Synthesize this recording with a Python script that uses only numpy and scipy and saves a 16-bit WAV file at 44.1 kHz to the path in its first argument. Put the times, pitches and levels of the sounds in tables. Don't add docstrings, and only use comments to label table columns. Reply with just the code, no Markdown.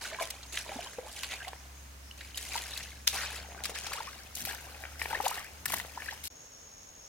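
import sys
import numpy as np
from scipy import signal
from scipy.fft import rfft, irfft, next_fast_len
from scipy.io import wavfile
from scipy.ndimage import uniform_filter1d, map_coordinates

SR = 44100
rng = np.random.default_rng(int(sys.argv[2]) if len(sys.argv) > 2 else 0)


def persist_wave(psi):
    counts = np.round(np.clip(psi, -1, 1) * 32767).astype(np.int16)
    wavfile.write(sys.argv[1], SR, np.atleast_2d(counts).T)


N = 312211
T = np.arange(N) / SR

# start_s, hold_s, splash_db, spray_db
KICKS = [(0.008, 0.066, -39, -46), (0.52, 0.077, -41, -43.5), (1.06, 0.11, -53, -49),
         (1.16, 0.11, -45, -46.5), (2.173, 0.12, -51, -55.5), (2.352, 0.13, -46.5, -44),
         (3.067, 0.043, -46, -39), (3.129, 0.017, -35, -37.5), (3.634, 0.021, -48, -39.5),
         (3.739, 0.041, -41.5, -43), (4.36, 0.055, -45.5, -43), (4.992, 0.037, -41, -45),
         (5.675, 0.03, -41, -38.5), (6.234, 0.03, -51.5, -40.5)]
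# start_s, hold_s, splash_db, spray_db, churn_db
PLUNGES = [(0.09, 0.023, -40, -67, -43), (0.177, 0.042, -40, -40, -41), (0.636, 0.21, -47, -51.5, -48),
           (1.286, 0.029, -35.5, -44.5, -45.5), (2.491, 0.072, -36, -40, -51), (3.128, 0.13, -35, -47, -68),
           (3.796, 0.19, -45, -47, -47.5), (4.448, 0.046, -36.5, -41, -48),
           (5.062, 0.11, -42, -50.5, -40.5), (5.208, 0.056, -36, -41, -51), (5.736, 0.029, -45, -41, -54)]
# crest_s, half_length_s, splash_db, churn_db
WAKES = [(1.44, 0.044, -50, -57), (2.71, 0.22, -42.5, -56.5), (3.35, 0.072, -40.5, -50.5),
         (3.585, 0.2, -57.5, -49), (3.712, 0.028, -51, -42.5), (4.061, 0.2, -48, -69),
         (4.773, 0.36, -53.5, -53.5), (5.355, 0.07, -41.5, -49.5), (6.067, 0.13, -46, -54)]
# start_s, level_db, centre_hz, relative_fizz_db
SLAPS = [(0.197, -31.5, 1580, -25), (0.223, -42.5, 2370, 8), (.303, -33.5, 3340, 1.5),
         (0.429, -42.5, 3800, -31), (0.572, -25, 2200, -18), (0.827, -40, 2580, -9),
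         (1.232, -29, 2600, -6.5), (1.242, -33.5, 2620, -9), (1.307, -37, 2600, -22),
         (1.319, -35.5, 2370, -20), (1.335, -37, 2960, -6), (1.480, -38, 3100, -4), (2.207, -39, 2620, -25),
         (2.373, -33, 3500, -0.5), (2.578, -32, 2880, -23), (2.774, -34.5, 4100, -2),
         (2.802, -42, 2600, -20), (2.828, -39, 4300, -21), (3.072, -24, 2900, -1),
         (3.0752, -14.5, 3800, -8), (3.644, -32.5, 3500, -7), (3.653, -30.5, 2400, -1.5),
         (3.695, -46, 7000, 5), (3.758, -34, 2140, -10), (3.866, -33.5, 3480, -4.5),
         (3.933, -33.5, 2180, 0), (4.351, -35, 6600, -6), (4.451, -34, 2680, 0), (5.254, -30, 2470, -24),
         (5.28, -29, 6200, -13), (5.656, -28, 1770, 1), (5.72, -32, 2000, 0), (5.7344, -27.5, 920, -11),
         (5.738, -29.5, 2080, 0), (5.798, -30, 2020, -17), (6.108, -38, 3280, -18)]
# start_s, level_db, pitch_hz, length_s, rise_octaves
PLOPS = [(0.052, -31, 1480, 0.014, 0.14), (.124, -38, 633, 0.035, 0.07), (0.186, -31.5, 1030, 0.048, 0.045),
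         (.209, -28.5, 654, 0.037, 0.094), (0.223, -30.5, 2270, 0.021, 0.032),
         (0.693, -34, 613, 0.025, 0.0068), (0.716, -34, 797, 0.028, 0.034), (0.757, -36, 244, 0.029, 0.28),
         (.788, -37.5, 700, 0.035, 0.078), (0.861, -40.5, 990, 0.02, 0.33), (0.871, -35, 3070, 0.017, 0.1),
         (0.9844, -31, 500, 0.034, 0.008), (1.448, -33.5, 2060, 0.012, 0), (1.47, -37, 709, 0.04, 0.29),
         (2.111, -37, 2930, 0.0094, 0.15), (2.345, -33, 2960, 0.013, .1), (2.554, -28.5, 898, 0.027, 0.14),
         (2.735, -32.5, 3780, 0.014, 0.14), (3.302, -35, 1610, 0.013, 0),
         (3.919, -28.5, 1015, 0.0047, 0.44), (3.967, -35.5, 983, 0.037, 0.86),
         (4.004, -30.5, 897, 0.02, 0.11), (4.065, -38.5, 972, 0.041, 0.72), (4.472, -38, 726, 0.018, 0.16),
         (4.485, -40, 1297, 0.016, 0.88), (5.108, -29, 824, 0.014, 0.093), (5.1295, -26, 883, 0.02, 0.15),
         (5.147, -24.5, 1725, 0.017, 0.25), (5.2025, -24.5, 850, 0.021, 0), (5.235, -35, 482, 0.042, 0.46),
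         (5.257, -24.5, 613, 0.0208, .95), (5.311, -27.5, 880, 0.014, 0.37),
         (5.315, -39, 1223, 0.036, 0.38), (5.373, -36, 803, 0.016, 0.2), (5.38, -31.5, 1740, 0.013, 0.35),
         (5.974, -32, 864, 0.0113, 0.36), (6.002, -35, 1720, 0.014, 0.082), (6.061, -36.5, 1920, 0.011, 0),
         (6.084, -27.5, 1566, 0.016, 0.49), (6.118, -39, 765, 0.028, 0.55)]
# start_s, length_s, level_db, first_pitch_hz, last_pitch_hz
GUSHES = [(1.02, 0.081, -50, 510, 960), (1.393, 0.041, -45.5, 1790, 2300), (3.127, 0.174, -43.5, 950, 3120),
          (5.315, 0.17, -50, 1380, 1960)]
# start_s, level_db, upper_mode_gain_db
PEBBLE_KNOCKS = [(0.132, -28, 6), (.146, -25.5, 12), (0.693, -28.5, 11), (1.532, -29.5, -5),
                 (3.521, -38, -15), (3.547, -31.5, -24), (3.605, -31, -21), (3.695, -26.5, -15),
                 (4.51, -27, 20), (4.53, -32, -2), (4.838, -25.5, 18), (4.853, -26.5, 15),
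                 (5.016, -18.5, 3), (5.057, -22, 0), (5.7028, -27, -12), (5.776, -30.5, 10),
                 (5.849, -31, -10), (6.021, -26.5, 8)]
# pitch_hz, width_hz, level_db
PEBBLE_MODES = [(797, 330, 5.2), (1810, 350, 4.1), (2260, 170, 2.9)]
# crest_s, level_db, half_length_s
TREADS = [(3.266, -62.5, 0.82), (4.447, -52, 0.042), (5.736, -51.5, 0.072)]
# frequency_hz, gain_db
WATER_TONE = [(950, -0.5), (1800, -3.5), (2400, 2), (3300, 0.26), (5250, 3), (7000, 1.5)]
CHURN_TONE = [(100, 13), (350, -9.5), (750, 3.0), (1100, -6.5), (1600, 11.5), (4000, -32)]
SPRAY_TONE = [(1000, -19.0), (3000, 0.5), (5200, -2.0), (8000, -0.5), (11000, -3.5), (18000, -12.0)]
# time_s, left_lead_samples, left_over_right_db, top_octave_db
WALKER_PATH = [(0, 0.22, -1, -5.5), (1.5, 0.39, -0.5, -5), (2.6, 0.75, 1.5, -0.5), (3.2, 1.2, 2.5, 4),
               (3.9, 2.45, 3, -6), (4.4, 3.6, 3.5, 4.5), (6.2, 3.6, 3.5, 3.5)]
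# frequency_hz, gain_db
TOP_OCTAVE = [(7000, -40), (10000, -10), (13000, 0)]
# frequency_hz, share_db
RIPPLE_SCATTER = [(100, -28), (800, -5.5), (2000, -17), (4000, -0.5), (7500, -3), (11000, -3), (16000, -8)]
# frequency_hz, t60_s
BANK_DECAY = [(100, 0.07), (1000, 0.37), (4000, 0.22), (16000, 0.011)]
# time_s, firing_hz, level_db
ENGINE_RUN = [(0.03, 64.6, -62.5), (0.53, 65.2, -53.5), (0.97, 65.75, -59.5), (1.76, 67.7, -51.5),
              (2.52, 66.2, -52.5), (3.48, 69.9, -50), (3.98, 67.5, -59.5), (5.04, 71.7, -50),
              (5.43, 72.9, -64.5), (5.57, 73.8, -54.5), (6.22, 73.4, -57.5)]
# frequency_hz, gain_db
FORD_AIR = [(30, -17), (50, 0.5), (100, -0.5), (160, -6.5), (260, -6), (400, -10.5), (2000, -11.5),
            (4500, -16), (8000, -17.5), (16000, -23.5)]
BANK_AIR = [(20, -16), (60, 2.5), (130, -8), (330, -9.5), (480, -5.5), (800, -10), (4500, -16.5),
            (7500, -22), (16000, -26)]
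# frequency_hz, shared_power_fraction
AIR_COHERENCE = [(60, 1), (130, 0.78), (290, 0.35), (640, 0.011), (1400, 0.0059), (15000, 0.4)]


def wading(kick_churn_db=-10.5, restless_db=(-51, -55, -52.5)):
    t = T[::64]
    moves = []
    for start_s, hold_s, splash_db, spray_db in KICKS:
        kick = surge(t - start_s, hold_s, rise_s=0.0047, fall_db_per_s=214)
        churn_db = splash_db + kick_churn_db
        moves.append(np.outer(amp([splash_db, spray_db, churn_db]), kick))
    for start_s, hold_s, *levels_db in PLUNGES:
        plunge = surge(t - start_s, hold_s, rise_s=0.044, fall_db_per_s=201)
        settling = surge(t - start_s, hold_s, rise_s=0.044, fall_db_per_s=28)
        moves.append(np.outer(amp(levels_db), plunge))
        moves.append(np.outer(amp(restless_db), settling))
    for crest_s, half_length_s, splash_db, churn_db in WAKES:
        wake = np.exp(-((t - crest_s) / half_length_s) ** 2)
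        spray_db = splash_db - 6.5
        moves.append(np.outer(amp([splash_db, spray_db, churn_db]), wake))
    return [np.interp(T, t, 10 * np.log10(power + 1e-12)) for power in np.square(moves).sum(0)]


def surge(age_s, hold_s, rise_s, fall_db_per_s):
    return np.clip(age_s / rise_s, 0, 1) * amp(-fall_db_per_s * np.maximum(age_s - hold_s, 0))


def splash(splash_db, spray_db):
    merged = np.clip(amp((splash_db + 30) / 1.3), 0, .55)
    coarse = swarm(1500, 3200, cycles=38, rise_octaves=.12, spread_db=4.3, count=2600, samples=1300)
    fine = swarm(2600, 6200, cycles=48, rise_octaves=.08, spread_db=4.6, count=3200, samples=800)
    swish = unit(band(rng.standard_normal(N), 700, 5200) * amp(2.5 * drift(400)))
    gain = amp(splash_db - 3)
    patter = gain * coarse + amp((splash_db + spray_db) / 2 - 5) * fine
    return np.sqrt(1 - merged) * patter + np.sqrt(merged) * gain * swish


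def spray(spray_db, drops_per_s=1800):
    landings = rng.random(N) < drops_per_s / SR
    ticks = landings * rng.standard_normal(N) * amp(4.5 * rng.standard_normal(N))
    fizz = (unit(ticks) + .55 * rng.standard_normal(N)) * amp(3 * drift(220))
    return amp(spray_db - 1) * unit(colour(fizz, SPRAY_TONE))


def churn(churn_db, swash_db=-11):
    gulps = swarm(350, 1500, cycles=10, rise_octaves=.3, spread_db=3.4, count=4500, samples=1200)
    swash = band(rng.standard_normal(N), 63, 1530)
    return amp(churn_db - 3) * (unit(colour(gulps, CHURN_TONE)) + amp(swash_db) * unit(swash))


def gurgle(churn_db, splash_db):
    chirps = swarm(700, 2700, cycles=36, rise_octaves=.75, spread_db=4, count=420, samples=2400)
    return amp(np.minimum(churn_db, splash_db) - 5) * chirps


def slaps(band_ratio=1.65, rise_s=0.00052, spatter_s=.03, spatter_db=-23, cavity_db=-6):
    out, t = np.zeros(N), np.arange(4000) / SR
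    for start_s, level_db, centre_hz, fizz_db in SLAPS:
        length_s = 0.0065 * amp(0.27 * (-28.5 - level_db))
        impacts, drops = rng.standard_normal((2, len(t))) * np.exp(.5 * rng.standard_normal((2, len(t))))
        spatter = amp(spatter_db) * np.exp(-t / spatter_s)
        blow = (1 - np.exp(-t / rise_s)) * (np.exp(-(t / length_s) ** 2) + spatter)
        smack = band(impacts * blow, centre_hz / band_ratio, centre_hz * band_ratio)
        cavity = ring(smack, centre_hz * rng.uniform(.85, 1.1), centre_hz / 8)
        body = unit(smack) + amp(cavity_db) * unit(cavity)
        fizz = band(drops * blow, 4000, 15400, order=1)
        crack = band(1. * (t == 0), 4500, 16000, order=1)
        gain = amp(level_db - 2) * np.sqrt(length_s / t[-1])
        add(out, start_s, gain * (unit(body) + amp(fizz_db) * unit(fizz)))
        add(out, start_s, amp(level_db + fizz_db + 11) * crack)
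    return out


def plops(slosh_db=-17, wobble=0.026, twin_db=-13):
    out = np.zeros(N)
    for start_s, level_db, pitch_hz, length_s, rise_octaves in PLOPS:
        age = np.arange(0, 1, 1 / (length_s * SR))
        glide_hz = pitch_hz * 2 ** (rise_octaves * age ** 1.184)
        phase = 2 * np.pi * np.cumsum(glide_hz * (1 + wobble * drift(pitch_hz / 2)[:len(age)])) / SR
        swell = np.sin(np.pi * age ** (0.25 + 0.7 * rise_octaves)) ** 2
        twin_ratio = 1.5 * np.exp(rng.standard_normal() / 10)
        tone = np.sin(phase) + amp(twin_db) * np.sin(phase * twin_ratio)
        slosh = unit(band(rng.standard_normal(SR // 10), pitch_hz / np.sqrt(2), pitch_hz * np.sqrt(8)))
        add(out, start_s, amp(level_db - .5) * swell * (tone + amp(slosh_db) * slosh[:len(age)]))
    return out * (1 + .22 * drift(450))


def gushes(scatter_octaves=0.534, cycles=34, bubbles_per_s=210):
    out, t = np.zeros(N), np.arange(SR // 20) / SR
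    for start_s, length_s, level_db, first_hz, last_hz in GUSHES:
        burble = np.zeros(round(length_s * SR) + len(t))
        count = round(bubbles_per_s * length_s)
        for k, (late, pitch, strength) in enumerate(rng.random((count, 3))):
            filled = (k + late) / count
            hz = first_hz * (last_hz / first_hz) ** filled * 2 ** (scatter_octaves * (2 * pitch - 1))
            gain = np.sqrt(np.sin(np.pi * filled)) * (.5 + strength)
            note = bubble(t, hz, cycles / hz, rise_octaves=0.12, onset_cycles=0.74)
            add(burble, filled * length_s, gain * note)
        rms = np.sqrt(np.sum(burble ** 2) / (length_s * SR))
        add(out, start_s, amp(level_db) * burble / rms)
    return out


def bubble(t, hz, t60_s, rise_octaves, onset_cycles):
    age = np.minimum(t / t60_s, 2)
    turns = np.cumsum(hz * 2 ** (rise_octaves * age), axis=-1) / SR
    onset = 1 - np.exp(-(turns / onset_cycles) ** 2)
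    return np.sin(2 * np.pi * turns) * onset * amp(-60 * age)


def swarm(low_hz, high_hz, cycles, rise_octaves, spread_db, count, samples):
    when, pitch, life, glide, strength = rng.random((count, 5)).T[:, :, None]
    hz = low_hz * (high_hz / low_hz) ** pitch
    t60_s = cycles * 2 ** (2 * life - 1) / hz
    rings = bubble(np.arange(samples) / SR, hz, t60_s, rise_octaves * (2 * glide - .5), onset_cycles=1)
    rings *= amp(-spread_db * np.log(strength + .025))
    positions = (when * N).astype(int) + np.arange(samples)
    crowd = unit(np.bincount(positions.ravel(), rings.ravel(), N)[:N])
    return crowd / np.sqrt(uniform_filter1d(crowd ** 2, size=3000) + .02)


def pebbles(grind_s=0.0027, grind_db=-13, muffle_hz=3100):
    out, t = np.zeros(N), np.arange(1500) / SR
    for start_s, level_db, upper_db in PEBBLE_KNOCKS:
        contact = (t == 0) + amp(grind_db) * rng.standard_normal(len(t)) * np.exp(-t / grind_s)
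        modes = sum(amp(mode_db + upper_db * (k > 0)) * unit(ring(contact, hz, width_hz))
                    for k, (hz, width_hz, mode_db) in enumerate(PEBBLE_MODES))
        knock = band(modes, 140, muffle_hz, order=3)
        add(out, start_s, amp(level_db) * knock / abs(knock).max())
    return out


def treads():
    weight = sum(amp(level_db) * np.exp(-((T - crest_s) / half_length_s) ** 2)
                 for crest_s, level_db, half_length_s in TREADS)
    return weight * unit(band(rng.standard_normal(N), 105, 246))


def to_microphone(steps, echo_db=-19, ripples_per_s=220):
    steps = steps + (amp(along(WALKER_PATH, 3)) - 1) * colour(steps, TOP_OCTAVE)
    lead_samples = along(WALKER_PATH, 1)
    balance = amp(np.array([[1], [-1]]) * along(WALKER_PATH, 2) / 2)
    direct_share = [(hz, 10 * np.log10(max(1 - amp(db) ** 2, .05))) for hz, db in RIPPLE_SCATTER]
    direct = colour(steps, direct_share)
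    pair = np.array([map_coordinates(direct, [np.arange(N) + side * lead_samples / 2], order=3)
                     for side in (1, -1)])
    scattered = signal.hilbert(np.roll(colour(steps, RIPPLE_SCATTER), 13), next_fast_len(N))[:N]
    rippled = np.array([(scattered * np.exp(2j * drift(ripples_per_s))).real for _ in range(2)])
    return (pair + rippled) * balance + amp(echo_db) * bank_echo(steps)


def bank_echo(steps, build_s=0.014):
    hz, t, noise = signal.stft(rng.standard_normal((2, SR // 2)), SR, nperseg=256)
    decay = amp(-60 * t / across(BANK_DECAY, hz)[:, None])
    tail = signal.istft(noise * decay * np.minimum(t / build_s, 1), SR, nperseg=256)[1]
    return signal.oaconvolve(steps[None], tail / np.linalg.norm(tail[0]), axes=1)[:, :N]


def near_cicada(level_db=-57, high_hz=6625, low_hz=6430, pulse_hz=78, throb_hz=17):
    pulses = np.cumsum(pulse_hz * (1 + .18 * drift(60))) / SR
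    trill = np.sin(np.pi * pulses) ** 4 + .35
    throb = .5 + .5 * np.sin(2 * np.pi * (throb_hz * T + .3 * drift(12)))
    high = np.sin(2 * np.pi * np.cumsum(high_hz + 25 * drift(150)) / SR) * (.5 + .5 * throb)
    low = np.sin(2 * np.pi * np.cumsum(low_hz + 70 * drift(110)) / SR) * throb ** 2
    return amp(level_db + 2 * drift(40)) * unit((high + .7 * low) * trill)


def far_cicadas(centre_hz, width_hz, level_db, waver_db=3.5):
    gain = amp(level_db + waver_db * drift(14))
    low_hz, high_hz = centre_hz - width_hz / 2, centre_hz + width_hz / 2
    return gain * unit(band(rng.standard_normal((2, N)), low_hz, high_hz, order=1))


def cicada_phrases(depth_db=2.0, period_s=.336, crest_s=1.888):
    return amp(depth_db * np.cos(2 * np.pi * (T - crest_s) / period_s))


def far_engine(octave_db=-23):
    turns = np.cumsum(along(ENGINE_RUN, 1) + 0.28 * drift(28.4)) / SR
    note = np.sin(2 * np.pi * turns) + amp(octave_db) * np.sin(4 * np.pi * turns)
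    return unit(note) * amp(along(ENGINE_RUN, 2) + 0.14 * drift(5.8))


def open_air(spectrum, level_db):
    noise = rng.standard_normal((3, N))
    shares = [(hz, np.clip(share, .01, .99)) for hz, share in AIR_COHERENCE]
    common = colour(noise[0], [(hz, 10 * np.log10(share)) for hz, share in shares])
    separate = colour(noise[1:], [(hz, 10 * np.log10(1 - share)) for hz, share in shares])
    return amp(level_db + .5 * drift(1.74)) * unit(colour(common + separate, spectrum))


def amp(db):
    return 10 ** (np.asarray(db) / 20)


def unit(x):
    return x / np.sqrt(np.mean(x ** 2) + 1e-20)


def along(table, column):
    rows = np.array(table)
    return np.interp(T, rows[:, 0], rows[:, column])


def across(points, hz):
    points_hz, values = np.transpose(points)
    return np.interp(np.log(hz + 1), np.log(points_hz + 1), values)


def colour(x, points):
    size = next_fast_len(N + 2048)
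    gain = amp(across(points, np.fft.rfftfreq(size, 1 / SR)))
    return irfft(rfft(x, size) * gain, size)[..., :N]


def band(x, low_hz, high_hz, order=2):
    return signal.sosfilt(signal.butter(order, [low_hz, high_hz], "band", fs=SR, output="sos"), x)


def ring(x, hz, width_hz):
    return signal.lfilter([1], [1, -np.exp((2j * hz - width_hz) * np.pi / SR)], x).real


def drift(per_s):
    return np.interp(T * per_s, np.arange(4096), rng.standard_normal(4096))


def add(mix, start_s, sound):
    part = mix[round(start_s * SR):][:len(sound)]
    part += sound[:len(part)]


def scene(ford_end_s=6.283, bank_start_s=6.301):
    splash_db, spray_db, churn_db = wading()
    stirred = churn(churn_db) + gurgle(churn_db, splash_db) + splash(splash_db, spray_db) + spray(spray_db)
    steps = colour(stirred, WATER_TONE) + plops() + gushes() + pebbles() + slaps() + treads()
    ford = to_microphone(steps) + far_engine() + open_air(FORD_AIR, level_db=-54)
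    ford += far_cicadas(6480, width_hz=190, level_db=-62.5, waver_db=5) * cicada_phrases()
    ford += far_cicadas(5340, width_hz=400, level_db=-67.5)
    bank = open_air(BANK_AIR, level_db=-56.5)
    bank += near_cicada() * amp([[.7], [-.7]])
    bank += far_cicadas(6530, width_hz=220, level_db=-62)
    bank += far_cicadas(5570, width_hz=150, level_db=-61.5)
    ford_fade = np.clip((ford_end_s - T) / .004, 0, 1)
    bank_fade = np.clip((T - bank_start_s) / .002, .05, 1)
    return ford * ford_fade + bank * bank_fade


def record(dry):
    edge_hz = 16250
    lowpass = signal.firwin(401, edge_hz, window=("kaiser", 9), fs=SR)
    return signal.oaconvolve(dry, lowpass[None], "same")


dry = scene()
out = record(dry)
persist_wave(out)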